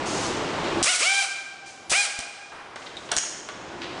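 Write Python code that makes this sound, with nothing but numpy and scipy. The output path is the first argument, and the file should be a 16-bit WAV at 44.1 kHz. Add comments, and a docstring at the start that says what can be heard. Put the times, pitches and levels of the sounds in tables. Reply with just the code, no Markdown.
"""An air-powered strapping tool whines three times as its motor spins and its exhaust hisses.
Its valve clicks and its body knocks on the bench; then it is pulled off the strap and set down,
rattling its loose jaws. Around it, an echoing workshop hums, with far puffs of air and one crash.
An automatic volume control turns everything down at each loud sound and lets it creep back."""
import sys
import numpy as np
from scipy import signal
from scipy.fft import rfft, irfft, next_fast_len
from scipy.io import wavfile
from scipy.ndimage import uniform_filter1d, minimum_filter1d, map_coordinates

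SR = 44100
rng = np.random.default_rng(int(sys.argv[2]) if len(sys.argv) > 2 else 0)


def int16_out(signal):
    """Quantize to a 16-bit WAV file."""
    q = np.round(np.clip(np.atleast_2d(signal).T, -1, 1) * 32767)
    wavfile.write(sys.argv[1], SR, q.astype(np.int16))


N = 176400
T = np.arange(N) / SR
TOP_HZ = 10100  # highest frequency kept

# A "colour" says how strong a sound is from low to high.
# workshop background (frequency [Hz], level [dB])
DIN_COLOUR = [(20, -17), (55, -12.5), (85, -7), (140, -4), (230, -3.5), (345, 2.5), (480, -3), (950, -3),
              (1600, -10), (3000, -14), (5000, -21.5), (7500, -27), (8300, -30), (10000, -38)]
# its rise and fall (time [s], level [dB])
DIN_LEVELS = [(0, -29), (.4, -28), (.8, -27), (1.5, -22.5), (2.4, -28.5), (3.1, -30), (3.6, -25.5),
              (4, -29)]
# a machine's hum swells (time [s], width [s], level [dB])
HUM_SWELLS = [(.02, 0.022, -48), (.785, 0.028, -26.5), (3.76, 0.075, -30.5)]
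# air let off far away (open [s], close [s], level [dB])
FAR_PUFFS = [(0.056, 0.269, -35.5), (1.656, 1.686, -18), (2.755, 2.855, -35.5), (2.965, 3.056, -41)]
# far hiss (frequency [Hz], level [dB])
PUFF_COLOUR = [(500, -9.5), (2000, -7), (3500, -5), (6500, -1), (8500, -8), (10000, -12.5)]
# hand and strap rub (time [s], length [s], level [dB])
SCRAPES = [(0.643, 0.037, -35.5), (2.819, 0.0082, -30.5), (2.862, .01, -25.5), (3.813, 0.031, -27)]
# rubbed strap (frequency [Hz], level [dB])
STRAP_COLOUR = [(500, -16), (1500, 1), (3200, 2.5), (4500, 0.5), (6000, -12.5), (10000, -28.5)]
# valve and lever click (time [s], level [dB])
CLICKS = [(.828, 7), (.843, 15), (2.19, 8), (2.203, 0), (2.208, -0.5), (2.759, -22.5), (2.968, -27),
          (3.1175, -6.5), (3.488, -21)]
# struck steel (frequency [Hz], level [dB])
STEEL_COLOUR = [(500, -10.5), (1700, -20), (3100, -1), (3700, -17), (4900, -7), (5900, 1), (7300, -4),
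                (8600, -2), (10000, -11)]
# air leaves the tool (open [s], close [s], level [dB])
BLASTS = [(0.83, 0.962, 3.5), (0.988, 1.243, 2.5), (1.8952, 2.056, 0.5)]
# its hiss (frequency [Hz], level [dB])
EXHAUST_COLOUR = [(100, -42), (400, -26), (900, -12), (2000, -5.5), (3800, -1), (5200, 2.5), (7000, 2.5),
                  (8500, 2), (10000, -2.5)]
# knocks on the tool (time [s], level [dB])
KNOCKS = [(.843, -1.5), (1.917, 2.5), (2.189, -5), (2.228, -9), (2.759, -13.5), (3.09, -22), (3.115, -9.5),
          (3.122, -20.5), (3.133, -22.5), (3.235, -16.5), (3.488, -11.5)]
# the tool's body (frequency [Hz], level [dB])
BODY_COLOUR = [(60, -29), (300, -9.5), (620, 2), (950, 0), (1450, 5), (2200, -4), (2800, -3), (4000, -4.5),
               (10000, -32)]
# motor runs (start [s], air off [s], top pitch [Hz], spin-up time [s], level [dB])
MOTOR_RUNS = [(0.85, 0.905, 769.6, .016, 8), (.996, 1.202, 793.5, .0265, 8), (1.915, 2.02, 819, .017, 5.5)]
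# the motor's whine (frequency [Hz], level [dB])
WHINE_COLOUR = [(300, -13), (600, -8.5), (790, -10), (830, -12), (1250, -4), (1600, -7), (1950, -6),
                (2230, -0.5), (2420, 1), (2650, -4.5), (3200, -8.5), (3900, -14), (4080, -10), (4400, -20),
                (5000, -16), (9000, -38)]
# rushing air in each motor pulse (frequency [Hz], level [dB])
CHUFF_COLOUR = [(300, -43), (700, -16.5), (1400, 4.5), (2500, 4), (3600, 15), (9000, -49.5)]
# bumps on the bench (time [s], level [dB])
THUDS = [(1.897, -17.5), (2.188, -14), (3.165, -24)]
# the bench's boom (frequency [Hz], level [dB])
BENCH_COLOUR = [(20, -9), (50, 1.5), (120, -6), (300, -12), (1000, -34)]
# the far crash (frequency [Hz], level [dB])
CRASH_COLOUR = [(150, -20), (500, -14), (1100, -2.5), (1600, -10), (2600, -16), (6000, -35), (10000, -35)]
# light taps of metal (time [s], level [dB])
CLINKS = [(2.968, -17.5), (3.007, -35)]
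# their ring (frequency [Hz], level [dB])
CLINK_COLOUR = [(1000, -26), (3300, -13.5), (3750, -4), (3970, -3), (4200, -20.5), (9000, -40)]
# loose jaws hit together (time [s], level [dB])
JAW_HITS = [(3.166, 1), (3.172, -4.5), (3.1795, -3), (3.185, 2), (3.191, -17)]
# the jaws' steel plates (frequency [Hz], level [dB])
JAW_COLOUR = [(500, -41), (1700, 0), (2400, -7.5), (3100, -3.5), (3700, -14), (4400, -5), (4900, -8),
              (5600, 3.5), (6200, 0), (6700, 8.5), (7300, -6), (8300, -2), (9000, -5), (10000, -14.5)]
# the hall's echo (frequency [Hz], time to fade by 60 dB [s])
ECHO_TIMES = [(100, 0.27), (800, 1.92), (2400, 1.15), (5000, 1.067), (7000, 0.88), (10000, 0.65)]


def amp(db):
    """Turn decibels into a multiplier."""
    return 10 ** (np.asarray(db) / 20)


def along(points, hz):
    """Read a table between its rows, on a log frequency scale."""
    freqs, values = np.transpose(points)
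    return np.interp(np.log(hz + 1), np.log(freqs + 1), values)


def wobble(rate):
    """A smooth curve through `rate` random points a second."""
    return map_coordinates(rng.standard_normal(int(N * rate / SR) + 4), [T * rate])


def filtered(x, response):
    """Multiply each frequency in x by response(hz)."""
    size = next_fast_len(N + SR // 2)
    return irfft(rfft(x, size) * response(np.fft.rfftfreq(size, 1 / SR)), size)[:N]


def noise(colour):
    """Noise of the given colour, with an average power of 1."""
    x = filtered(rng.standard_normal(N), lambda hz: amp(along(colour, hz)) * (hz < TOP_HZ))
    return x / np.sqrt(np.mean(x ** 2) + 1e-20)


def burst(start, stop, rise_s, fall_s):
    """A level that builds, holds, then dies away."""
    rise = 1 - np.exp(-np.maximum(T - start, 0) / rise_s)
    return rise * np.exp(-np.maximum(T - stop, 0) / fall_s)


def strikes(rows, colour, fade_s):
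    """Each hit starts a noisy ring that drops 60 dB in fade_s."""
    level = sum(amp(db) * (T >= s) * amp(-60 * np.maximum(T - s, 0) / fade_s) for s, db in rows)
    return level * noise(colour)


def echo(x):
    """The hall's echo: each frequency dies at its own speed."""
    hz, t, spectrum = signal.stft(rng.standard_normal(2 * SR), SR, nperseg=256)
    fade = amp(-60 * t / along(ECHO_TIMES, hz)[:, None])
    tail = signal.istft(spectrum * fade, SR, nperseg=256)[1]
    return signal.fftconvolve(x, tail / np.linalg.norm(tail))[:N]


def workshop_din():
    """Background noise slowly rises and falls."""
    level_db = np.interp(T, *np.transpose(DIN_LEVELS)) + 0.21 * wobble(7.2)
    return amp(level_db) * noise(DIN_COLOUR)


def machine_hum(pitch_hz=344):
    """A machine holds one wavering note that swells three times."""
    swells = sum(amp(db) * np.exp(-.5 * ((T - s) / width) ** 2) for s, width, db in HUM_SWELLS)
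    return (amp(-43.5) + swells) * np.sin(2 * np.pi * pitch_hz * T + 1.3 * wobble(22))


def far_puffs():
    """Air is let off elsewhere in the workshop."""
    flow = sum(amp(db) * burst(start, stop, 0.0036, 0.044) for start, stop, db in FAR_PUFFS)
    hiss = flow * noise(PUFF_COLOUR)
    return amp(-0.5) * hiss + amp(-1.5) * echo(hiss)


def strap_scrapes():
    """Hand and strap rub in short, rough strokes."""
    strokes = sum(amp(db) * burst(s, s + length, 0.001, 0.0067) for s, length, db in SCRAPES)
    scrapes = strokes * amp(2.5 * wobble(250)) * noise(STRAP_COLOUR)
    return scrapes + amp(-1.5) * echo(scrapes)


def valve_clicks():
    """The steel valve and lever snap and ring very briefly."""
    clicks = strikes(CLICKS, STEEL_COLOUR, fade_s=0.016)
    return clicks + amp(-3.5) * echo(clicks)


def exhaust():
    """Air hisses from the tool while the valve is open."""
    flow = sum(amp(db) * burst(start, stop, 0.0054, 0.015) for start, stop, db in BLASTS)
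    hiss = flow * amp(0.65 * wobble(60)) * noise(EXHAUST_COLOUR)
    return hiss + amp(-3.5) * echo(hiss)


def body_knocks():
    """The tool's body clacks when it is knocked."""
    knocks = strikes(KNOCKS, BODY_COLOUR, fade_s=0.07)
    return knocks + amp(-3.5) * echo(knocks)


def motor(coast_s=0.1, fade_s=0.038, flutter=0.0039, waver_db=2.2, blur_radians=0.69):
    """Each spinning blade lets out a pulse of air; the fast pulses blend into a whine."""
    pitch_hz, level = np.zeros(N), np.zeros(N)
    for start, air_off, top_hz, spin_up_s, db in MOTOR_RUNS:
        spin_up = 1 - np.exp(-np.maximum(T - start, 0) / spin_up_s)
        coasting = np.maximum(T - air_off, 0)
        speed = spin_up * np.exp(-(coasting / coast_s) ** 1.5)
        pitch_hz = np.maximum(pitch_hz, top_hz * speed)
        level += amp(db) * speed ** 1.2 * np.exp(-coasting / fade_s)
    phase = 2 * np.pi * np.cumsum(pitch_hz * (1 + flutter * wobble(150))) / SR
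    chuff = amp(-17.5) * noise(CHUFF_COLOUR) * (1 + np.cos(phase))
    direct = blurred = chuff
    for k in range(1, 8):  # tones at 1 to 7 times the pitch
        strength = amp(along(WHINE_COLOUR, k * pitch_hz) + waver_db * wobble(45.44))
        direct = direct + strength * np.cos(k * phase)
        # the echo's copy drifts slightly out of step
        blurred = blurred + strength * np.cos(k * phase + blur_radians * wobble(28.06))
    return level * direct + amp(-4.5) * echo(level * blurred)


def bench_thuds():
    """Bumps travel through the bench as low thuds."""
    return strikes(THUDS, BENCH_COLOUR, fade_s=0.073)


def far_crash(start_s=2.52, level_db=-16):
    """One distant crash rolls round the hall."""
    return strikes([(start_s, level_db)], CRASH_COLOUR, fade_s=1.25)


def metal_clinks():
    """Lightly tapped metal gives a short, high ring."""
    clinks = strikes(CLINKS, CLINK_COLOUR, fade_s=0.086)
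    return clinks + amp(-11.5) * echo(clinks)


def jaw_rattle():
    """The loose jaws clatter as the tool is set down, and their plates ring on."""
    clatter = strikes(JAW_HITS, JAW_COLOUR, fade_s=0.011)
    ring = amp(-23.5) * strikes(JAW_HITS, JAW_COLOUR, fade_s=0.47)
    rattle = clatter + ring
    return rattle + amp(-1) * echo(rattle)


def scene():
    """Add up all the sounds, the same in both channels."""
    workshop = workshop_din() + machine_hum() + far_puffs() + far_crash()
    tool = valve_clicks() + exhaust() + motor()
    handling = strap_scrapes() + body_knocks() + bench_thuds() + metal_clinks() + jaw_rattle()
    mono = workshop + tool + handling
    return np.array([mono, mono])


def record(dry, limit_db=-19, detect_s=0.0046, hold_s=0.31, recover_db_per_s=22):
    """Loud sounds turn the volume down at once; it waits, then creeps back. The top treble is cut."""
    power = np.abs(uniform_filter1d(dry[0] ** 2, int(detect_s * SR)))
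    needed_db = np.minimum(0, limit_db - 10 * np.log10(power + 1e-12))
    half_hold = int(hold_s * SR / 2)
    held_db = minimum_filter1d(needed_db, 2 * half_hold + 1, origin=half_hold, mode="nearest")
    climb_db = recover_db_per_s * T
    gain_db = np.minimum.accumulate(held_db - climb_db) + climb_db
    turned_down = dry * amp(uniform_filter1d(gain_db, size=64))
    return np.array([filtered(channel, lambda hz: hz < TOP_HZ) for channel in turned_down])


dry = scene()
out = record(dry)
int16_out(out)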